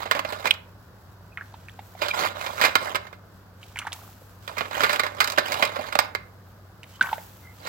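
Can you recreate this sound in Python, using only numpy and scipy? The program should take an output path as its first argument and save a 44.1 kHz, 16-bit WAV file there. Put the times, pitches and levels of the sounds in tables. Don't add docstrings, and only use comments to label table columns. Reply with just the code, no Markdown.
import sys
import numpy as np
from scipy import signal
from scipy.fft import rfft, irfft, next_fast_len
from scipy.io import wavfile
from scipy.ndimage import uniform_filter1d, map_coordinates

SR = 44100
rng = np.random.default_rng(int(sys.argv[2]) if len(sys.argv) > 2 else 0)


def inscribe(sig):
    pcm = np.round(np.clip(np.atleast_2d(sig).T, -1, 1) * 32767)
    wavfile.write(sys.argv[1], SR, pcm.astype(np.int16))


N = 338996
TIME = np.arange(N) / SR
AGE = TIME[:SR // 4]
TOP_HZ = 16200

# hz, level_db
BURNER_COLOUR = [(20, -46), (32, -36), (50, -8), (85, -7), (125, -9), (220, -15), (450, -20), (950, -20.5),
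                 (1500, -21), (2400, -37), (5000, -35.5), (7800, -54), (9500, -80), (16000, -77)]
# hz, correlation (-1 to 1)
BURNER_LIKENESS = [(60, 0.98), (130, 0.89), (290, 0.81), (640, 0.59), (1410, 0.31), (3100, -0.3),
                   (6820, -0.23), (15000, -0.089)]
# pitch_hz, level_db (rms)
HUM_TONES = [(96.9, -51), (183.0, -61)]
# hz, level_db
FOAM_COLOUR = [(300, -28), (1000, -2), (2500, -1), (5000, -3), (8000, -3), (9000, -11.5), (11500, -1)]
# start_s, small_bubbles_db (peak), pitch_hz, settle_s, wait_s until it foams, fizz_db
SUNK_HANDFULS = [(1.378, -45, 1850, .025, .43, -54), (3.788, -38, 1550, .1, .14, -46.5),
                 (7.021, -32, 1600, .05, .01, -42)]
# start_s, length_s, scrape_db
TRAY_STROKES = [(0, .03, -36.5), (.14, .03, -37.5), (.29, .04, -39), (.385, .015, -41), (.455, .025, -36),
                (2.03, .04, -33), (2.165, .1, -27.5), (2.385, .12, -36), (2.605, .06, -27),
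                (2.71, .07, -39), (2.82, .08, -33.5), (4.5, .17, -45), (4.755, .21, -30.5),
                (5.19, .16, -38), (5.46, .19, -31.5), (5.73, .15, -40.5), (6.0, .05, -42), (7.66, .03, -38)]
# start_s, length_s, scrape_db
TRAY_REACHES = [(0, .55, -52), (2.0, 1.07, -51), (4.72, 1.33, -45)]
# hz, level_db
TRAY_COLOUR = [(60, -32), (150, -15.5), (350, -8.5), (600, -1), (1000, 1.5), (1500, -2.5), (2500, -10),
               (3500, -11), (5000, -18.5), (8000, -21.5), (9300, -30), (11500, -23.5)]
# pitch_hz, width_hz, level_db
STEEL_RESONANCES = [(591, 67, -6.5), (1050, 18, -24.5), (1413, 39, -23), (2102, 80, -4), (2413, 44, -3),
                    (3890, 210, -6.5), (4400, 440, -19), (4900, 160, -17.5), (5190, 140, -22),
                    (6490, 120, -35), (8120, 190, -31)]
# start_s, level_db (peak), hardness_db (below 0 dull, above 0 sharp),
# decay_s (nominal 60 dB clatter)
TRAY_KNOCKS = [(0.055, -24, -7, .095), (0.1114, -9, 1, .05), (0.1505, -19, -5, .099),
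               (0.192, -15.5, -1, .04), (0.2485, -17.5, -7, .04), (0.3238, -21.5, -3, .082),
               (0.4457, -25, -11, .097), (0.4549, -15, -1, .077), (0.4715, -12, 2, .037),
               (0.539, -31, 5, .05), (2.0179, -14.5, -3, .12), (2.083, -17.5, 5, .07),
               (2.2346, -19, -2, .13), (2.4632, -19, -1, .06), (2.6132, -8.5, 3, .11),
               (2.6375, -8.5, -1, .046), (2.6495, -8.5, 6, .075), (2.7539, -2, 1, .03),
               (2.9471, -16, -6, .06), (2.955, -13.5, 3, .044), (3.068, -34, -4, .06),
               (3.128, -35, -6, .06), (4.4769, -23, 2, .05), (4.568, -24, -6, .1), (4.5813, -19, 5, .07),
               (4.6072, -16.5, -8, .053), (4.6543, -27, -8, .037), (4.7107, -25, -5, .06),
               (4.806, -15.5, 0, .13), (4.8338, -7, -2, .075), (4.8933, -13.5, 1, .09),
               (4.9302, -12, 5, .044), (4.9598, -14, 1, .031), (4.9945, -7.5, 1, .044),
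               (5.034, -17, -3, .1), (5.0648, -19, -1, .05), (5.3763, -11.5, -7, .08),
               (5.3837, -8, 3, .042), (5.5196, -15.5, 9, .06), (5.5409, -17, 3, .044),
               (5.6239, -9.5, 0, .091), (5.6516, -19, 11, .035), (5.7587, -20.5, -7, .081),
               (5.9244, -20.5, -1, .06), (5.9527, -8, -5, .03), (5.989, -4, 3, .042),
               (6.1496, -15, 0, .031), (7.67, -22, 4, .06)]
LANDING = (5.2032, -7, 6, .07)
# start_s, level_db (peak)
TUBE_CLINKS = [(0.5076, -7.7), (2.110, -26.5)]
# pitch_hz, width_hz, level_db
TUBE_RESONANCES = [(2470, 500, -0.5), (3150, 700, -2), (3960, 350, -9), (1550, 300, -21.5)]
# centre_s, level_db, pitch_hz, half_length_s (to 1/e)
FAINT_SQUEAKS = [(1.328, -51, 2600, .008), (2.035, -31, 2450, .014), (2.114, -22, 2450, .006),
                 (2.64, -22, 2480, .02), (6.955, -50, 3050, .018), (7.485, -49.5, 2080, .045),
                 (7.61, -55, 4650, .014), (7.655, -46, 4000, .02)]
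# start_s, level_db (peak), pitch_hz (at onset), spray_db (beside the slap)
WATER_SLAPS = [(1.3735, -19.5, 1850, -26), (1.41, -24.5, 1520, -27), (1.54, -41, 3800, -14),
               (1.685, -28, 2240, -15), (1.792, -37, 2000, -12), (3.63, -30.5, 2690, -19),
               (3.759, -23.5, 2170, -22), (3.771, -22, 1990, -12), (3.789, -19, 2770, 0),
               (3.817, -25, 2100, -22), (3.869, -20, 1500, -9), (3.921, -22.5, 3140, -14),
               (3.929, -28, 3000, 9), (6.832, -29.5, 2560, -7), (7.025, -21, 1530, -0.5),
               (7.181, -34, 1680, -12)]
# start_s, level_db (peak), pitch_hz (at onset)
AIR_PLOPS = [(1.541, -30.5, 880), (1.791, -27.5, 800), (1.951, -32.5, 720), (3.761, -31, 900),
             (3.851, -28, 861), (3.871, -20.5, 880), (4.016, -39, 1300), (4.217, -42, 488),
             (6.994, -35, 1100), (7.01, -4, 1496), (7.07, -24.5, 900), (7.091, -20, 1420),
             (7.129, -12.5, 866), (7.18, -29, 610)]
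# start_s, length_s, rustle_db
GLOVE_RUSTLES = [(1.42, .38, -61.5), (2.405, .18, -46), (3.62, .27, -56), (4.44, .26, -54), (6.9, .07, -54),
                 (7.57, .12, -56)]
# hz, level_db
GLOVE_COLOUR = [(300, -25), (1200, -6), (3000, 2), (5000, -2), (8000, -3), (9300, -10), (12000, -5)]
# hz, t60_s
KITCHEN_T60 = [(200, 0.98), (600, 0.43), (1500, 0.41), (4000, 0.28), (12000, 0.067)]

FOAM_RISE_S, FOAM_T60_S = .02, 1.0
LINGER_DB, LINGER_T60_S = -13.5, 7.5
IDLE_FIZZ_DB = -63.3
SWELL_DB_PER_S, REST_DB_PER_S = 330, 290
THUD_DB, CRACK_DB = -15, -17
CRACK_GROWS = 0.6
FLIGHT_S, FLIGHT_SHRINK = 0.0395, 0.8
REBOUND_DB, BOUNCE_LOSS_DB = -17, 1.5
RIM_HARDNESS_DB, RIM_T60_S = 17, .034
SLAP_CYCLES, PLOP_CYCLES, PLUNGE_CYCLES = 3.7, 3.0, 10


def amp(db):
    return 10 ** (np.asarray(db) / 20)


def unit(x):
    return x / np.sqrt(np.mean(x ** 2) + 1e-20)


def along(points, hz):
    f, v = np.transpose(points)
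    return np.interp(np.log(hz + 1), np.log(f + 1), v)


def fade(t, t60):
    return np.exp(-np.log(1000) * t / t60)


def wobble(rate):
    return map_coordinates(rng.standard_normal(int(N * rate / SR) + 4), [TIME * rate])


def add(track, s, sound):
    part = track[..., max(round(s * SR), 0):][..., :sound.shape[-1]]
    part += sound[..., :part.shape[-1]]


def filtered(x, response):
    m = next_fast_len(N + SR // 2, True)
    return irfft(rfft(x, m) * response(np.fft.rfftfreq(m, 1 / SR)), m)[..., :N]


def coloured(x, gain, size=8192):
    g = gain(np.fft.rfftfreq(size, 1 / SR))
    cepstrum = irfft(np.log(np.maximum(unit(g), 1e-6)))
    cepstrum[1:size // 2] *= 2
    cepstrum[size // 2 + 1:] = 0
    impulse = irfft(np.exp(rfft(cepstrum)))
    return signal.oaconvolve(x, impulse[None], axes=1)[:, :N]


def pair(size, scatter):
    z = rng.standard_normal((3, size))
    return (z[0] + scatter * z[1:]) / np.hypot(1, scatter)


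def stove(burner_db=-52, hum_db=-1):
    def turn(hz):
        return np.arccos(np.clip(along(BURNER_LIKENESS, hz), -1, 1)) / 2

    def mid_side(hz):
        return amp(along(BURNER_COLOUR, hz)) * [np.cos(turn(hz)), np.sin(turn(hz))]

    def tone(hz):
        drift = 1.1 * wobble(12)
        return amp(1.3 * wobble(14)) * np.sqrt(2) * np.sin(2 * np.pi * hz * TIME + drift)

    mid, side = filtered(rng.standard_normal((2, N)), mid_side)
    flame = amp(burner_db + .5 * wobble(11)) * unit(np.array([mid + side, mid - side]))
    return flame + sum(amp(db + hum_db) * tone(hz) for hz, db in HUM_TONES)


def bubble(hz, cycles, rise, attack=0.00023):
    t = AGE[:SR // 20]
    u = t * hz / max(cycles, .5)
    ring = np.sin(2 * np.pi * hz * t * (1 + rise * np.minimum(u, 2)))
    return (1 - np.exp(-t / attack)) * np.exp(-u * u) * ring


def simmer(simmer_db=-61, pitch_hz=850, count=1100):
    out = np.zeros((2, N))
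    for when, size, pitch in rng.random((count, 3)):
        pop = bubble(pitch_hz * 2 ** (2 * pitch - 1), cycles=5, rise=.06)
        add(out, when * N / SR, amp(simmer_db + 6 * size) * pop)
    return out


def foaming():
    power = np.full(N, amp(IDLE_FIZZ_DB) ** 2)
    collapse = fade(TIME, FOAM_T60_S) + amp(LINGER_DB) * fade(TIME, LINGER_T60_S)
    flare = (1 - np.exp(-TIME / FOAM_RISE_S)) * collapse
    for s, *_, wait, db in SUNK_HANDFULS:
        add(power, s + wait, (amp(db) * flare) ** 2)
    return np.sqrt(power)


def fizz(grain_db=2.0):
    bursts = unit(amp(grain_db * wobble(900)) * pair(N, scatter=1.8))
    return foaming() * amp(0.88 * wobble(23)) * coloured(bursts, lambda hz: amp(along(FOAM_COLOUR, hz)))


def tray(hz, ring_db=3):
    peaks = sum(amp(db / 2) / (1 + (2 * (hz - f) / width) ** 2) for f, width, db in STEEL_RESONANCES)
    return amp(along(TRAY_COLOUR, hz)) * (1 + amp(ring_db) * peaks)


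def patchy(x, patchy_db, size=256):
    z = signal.stft(x, nperseg=size)[2]
    field = uniform_filter1d(rng.standard_normal(z.shape[1:]), size=4, axis=0)
    field = uniform_filter1d(field, size=7, axis=1)
    return signal.istft(z * unit(amp(patchy_db * unit(field))), nperseg=size)[1][:, :N]


def sliding(moves):
    power = np.zeros(N)
    for s, length, db in moves:
        before = SWELL_DB_PER_S * np.maximum(s - TIME, 0)
        after = REST_DB_PER_S * np.maximum(TIME - s - length, 0)
        power += amp(db - before - after) ** 2
    return np.sqrt(power)


def scraping(scrape_db=1, slip_t60=0.028, spread_db=4.0, rub=0.6, tilt_db=-0.08):
    slips = (rng.random(N) < 220 / SR) * amp(spread_db * np.clip(rng.standard_normal(N), -2, 2))
    power = np.abs(signal.oaconvolve(slips ** 2, fade(AGE, slip_t60) ** 2)[:N])
    noise = np.sqrt(power / power.mean() + rub) * pair(N, scatter=0.71)
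    rasp = unit(patchy(noise, patchy_db=3.5))
    colour = lambda hz: tray(hz) * amp(tilt_db * np.log2(hz + 1))
    return amp(scrape_db) * coloured(rasp * sliding(TRAY_STROKES + TRAY_REACHES), colour)


def bounces(count=4):
    times = LANDING[0] + np.cumsum(FLIGHT_S * FLIGHT_SHRINK ** np.arange(count))
    rebounds = [(s, REBOUND_DB - BOUNCE_LOSS_DB * k, RIM_HARDNESS_DB, RIM_T60_S) for k, s in enumerate(times)]
    return [LANDING] + rebounds


def knocks(body_db=-7, low_hz=900, high_hz=4300, spiky_db=3, attack=0.0002):
    thud, body, crack = np.zeros((3, 2, N))
    size = len(AGE)
    first_blow = (1 - np.exp(-AGE / attack)) * (1 + .3 * fade(AGE, .012))
    for s, db, hardness_db, t60 in TRAY_KNOCKS + bounces():
        contacts = amp(spiky_db * np.repeat(rng.uniform(-2, 2, size), 16)[:size])
        flurry = amp(db) * unit(contacts) * first_blow
        thud_gain = amp(THUD_DB - hardness_db)
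        crack_gain = amp(CRACK_DB + CRACK_GROWS * hardness_db)
        add(thud, s, thud_gain * flurry * fade(AGE, 1.23 * t60) * pair(size, scatter=0.069))
        add(body, s, amp(body_db) * flurry * fade(AGE, 1.47 * t60) * pair(size, scatter=0.48))
        add(crack, s, crack_gain * flurry * fade(AGE, 1.28 * t60) * pair(size, scatter=0.934))
    body = patchy(body, patchy_db=2.5)
    below = lambda hz, edge: 1 / (1 + (hz / edge) ** 8)
    return (coloured(thud, lambda hz: tray(hz) * below(hz, low_hz))
            + coloured(body, lambda hz: tray(hz) * (below(hz, high_hz) - below(hz, low_hz)))
            + coloured(crack, lambda hz: tray(hz, ring_db=16) * (1 - below(hz, high_hz))))


def clinks(clink_db=0, attack=0.0014, life=0.0052, tail_db=-24, tick_db=-27):
    contact = np.zeros((2, N))
    settle = fade(AGE, .11)
    for s, db in TUBE_CLINKS:
        shape = (1 - np.exp(-AGE / attack)) * (np.exp(-(AGE / life) ** 2) + amp(tail_db) * settle)
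        add(contact, s, amp(db + clink_db) * shape * pair(len(AGE), scatter=.4))

    def tube(hz):
        peaks = sum(amp(db) / (1 + (2 * (hz - f) / width) ** 2) for f, width, db in TUBE_RESONANCES)
        return amp(tick_db) + peaks

    return coloured(contact, tube)


def squeaks(rough=0.47):
    out = np.zeros(N)
    for s, db, hz, half in FAINT_SQUEAKS:
        phase = 2 * np.pi * np.cumsum(hz * (1 + .025 * wobble(400))) / SR
        swell = np.exp(-((TIME - s) / half) ** 2)
        out += amp(db) * swell * unit(1 + rough * wobble(220)) * np.sin(phase)
    return out


def splashes(plop_db=1, slap_db=0, spray_db=-9, smack_db=-18.5, droplet_db=-11, count=6):
    water, spray, smack = np.zeros((3, 2, N))
    for s, db, hz, high_db in WATER_SLAPS:
        add(water, s, amp(db + slap_db) * bubble(hz, SLAP_CYCLES, rise=.05, attack=.0003))
        add(spray, s, amp(db + high_db + spray_db) * fade(AGE, 0.04) * pair(len(AGE), scatter=0.57))
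        for delay, pitch in rng.random((count, 2)):
            droplet = bubble(hz * 2 ** (1.1 * pitch - .5), cycles=4, rise=.01)
            add(water, s + .012 * delay, amp(db + droplet_db) * droplet)
    for s, db, hz in AIR_PLOPS:
        cycles = PLOP_CYCLES + PLUNGE_CYCLES * amp(db)
        add(water, s, amp(db + plop_db) * bubble(hz, cycles, rise=0.011, attack=0.0012))
        add(smack, s, amp(db + smack_db) * fade(AGE, 0.064) * pair(len(AGE), scatter=0.65))
    spray_colour = [(500, -22), (3000, -13), (5000, -15), (9000, -13.5), (15000, -23)]
    smack_colour = [(40, -60), (150, -6), (400, -17.5), (1400, -10.5), (3500, -11.5), (6000, -30), (15000, -41)]
    spray = coloured(spray, lambda hz: amp(along(spray_colour, hz)))
    smack = coloured(smack, lambda hz: amp(along(smack_colour, hz)))
    return water + spray + smack


def churning(churn_db=0, sinking=0.26, count=72):
    out = np.zeros((2, N))
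    for s, db, pitch_hz, settle, _, _ in SUNK_HANDFULS:
        lateness = rng.exponential(size=count)
        for late, (size, pitch) in zip(lateness, rng.standard_normal((count, 2))):
            hz = pitch_hz * np.exp(.25 * pitch - sinking * min(late, 2))
            level_db = db + churn_db + 2.7 * size - 2.2 * late
            add(out, s + late * settle, amp(level_db) * bubble(hz, cycles=3, rise=0.07))
    return out


def glove(grain_db=2.5):
    grains = unit(amp(grain_db * wobble(300)) * pair(N, scatter=1.2))
    return coloured(grains * sliding(GLOVE_RUSTLES), lambda hz: amp(along(GLOVE_COLOUR, hz)))


def placed(x, right_db, lag_ms):
    sides = np.array([[-.5], [.5]])
    shift = lambda hz: np.exp(2j * np.pi * hz * sides * lag_ms / 1000)
    return amp(sides * right_db) * filtered(x, shift)


def kitchen(x, build=0.0013):
    hz, t, z = signal.stft(rng.standard_normal((2, SR * 2 // 3)), SR, nperseg=256)
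    tail = signal.istft(z * fade(t, along(KITCHEN_T60, hz)[:, None]), SR, nperseg=256)[1]
    tail *= 1 - np.exp(-(TIME[:tail.shape[1]] / build) ** 2)
    return signal.fftconvolve(x, tail / np.linalg.norm(tail[0]), axes=1)[:, :N]


def scene():
    stove_sound = stove()
    rattle = knocks() + scraping()
    clink = clinks()
    pot = splashes() + churning() + simmer() + squeaks() + glove()
    direct = placed(rattle + clink, right_db=9, lag_ms=.41) + placed(pot, right_db=3.0, lag_ms=0.044)
    tray_room = amp([[-1.5], [1.5]]) * kitchen(amp(-14) * rattle + amp(-22) * clink)
    pot_room = kitchen(amp(-17) * pot)
    return direct + tray_room + pot_room + fizz() + stove_sound


def record(dry):
    rounded = dry / (1 + np.abs(dry / .92) ** 6) ** (1 / 6)
    return filtered(rounded, lambda hz: hz < TOP_HZ)


dry = scene()
out = record(dry)
inscribe(out)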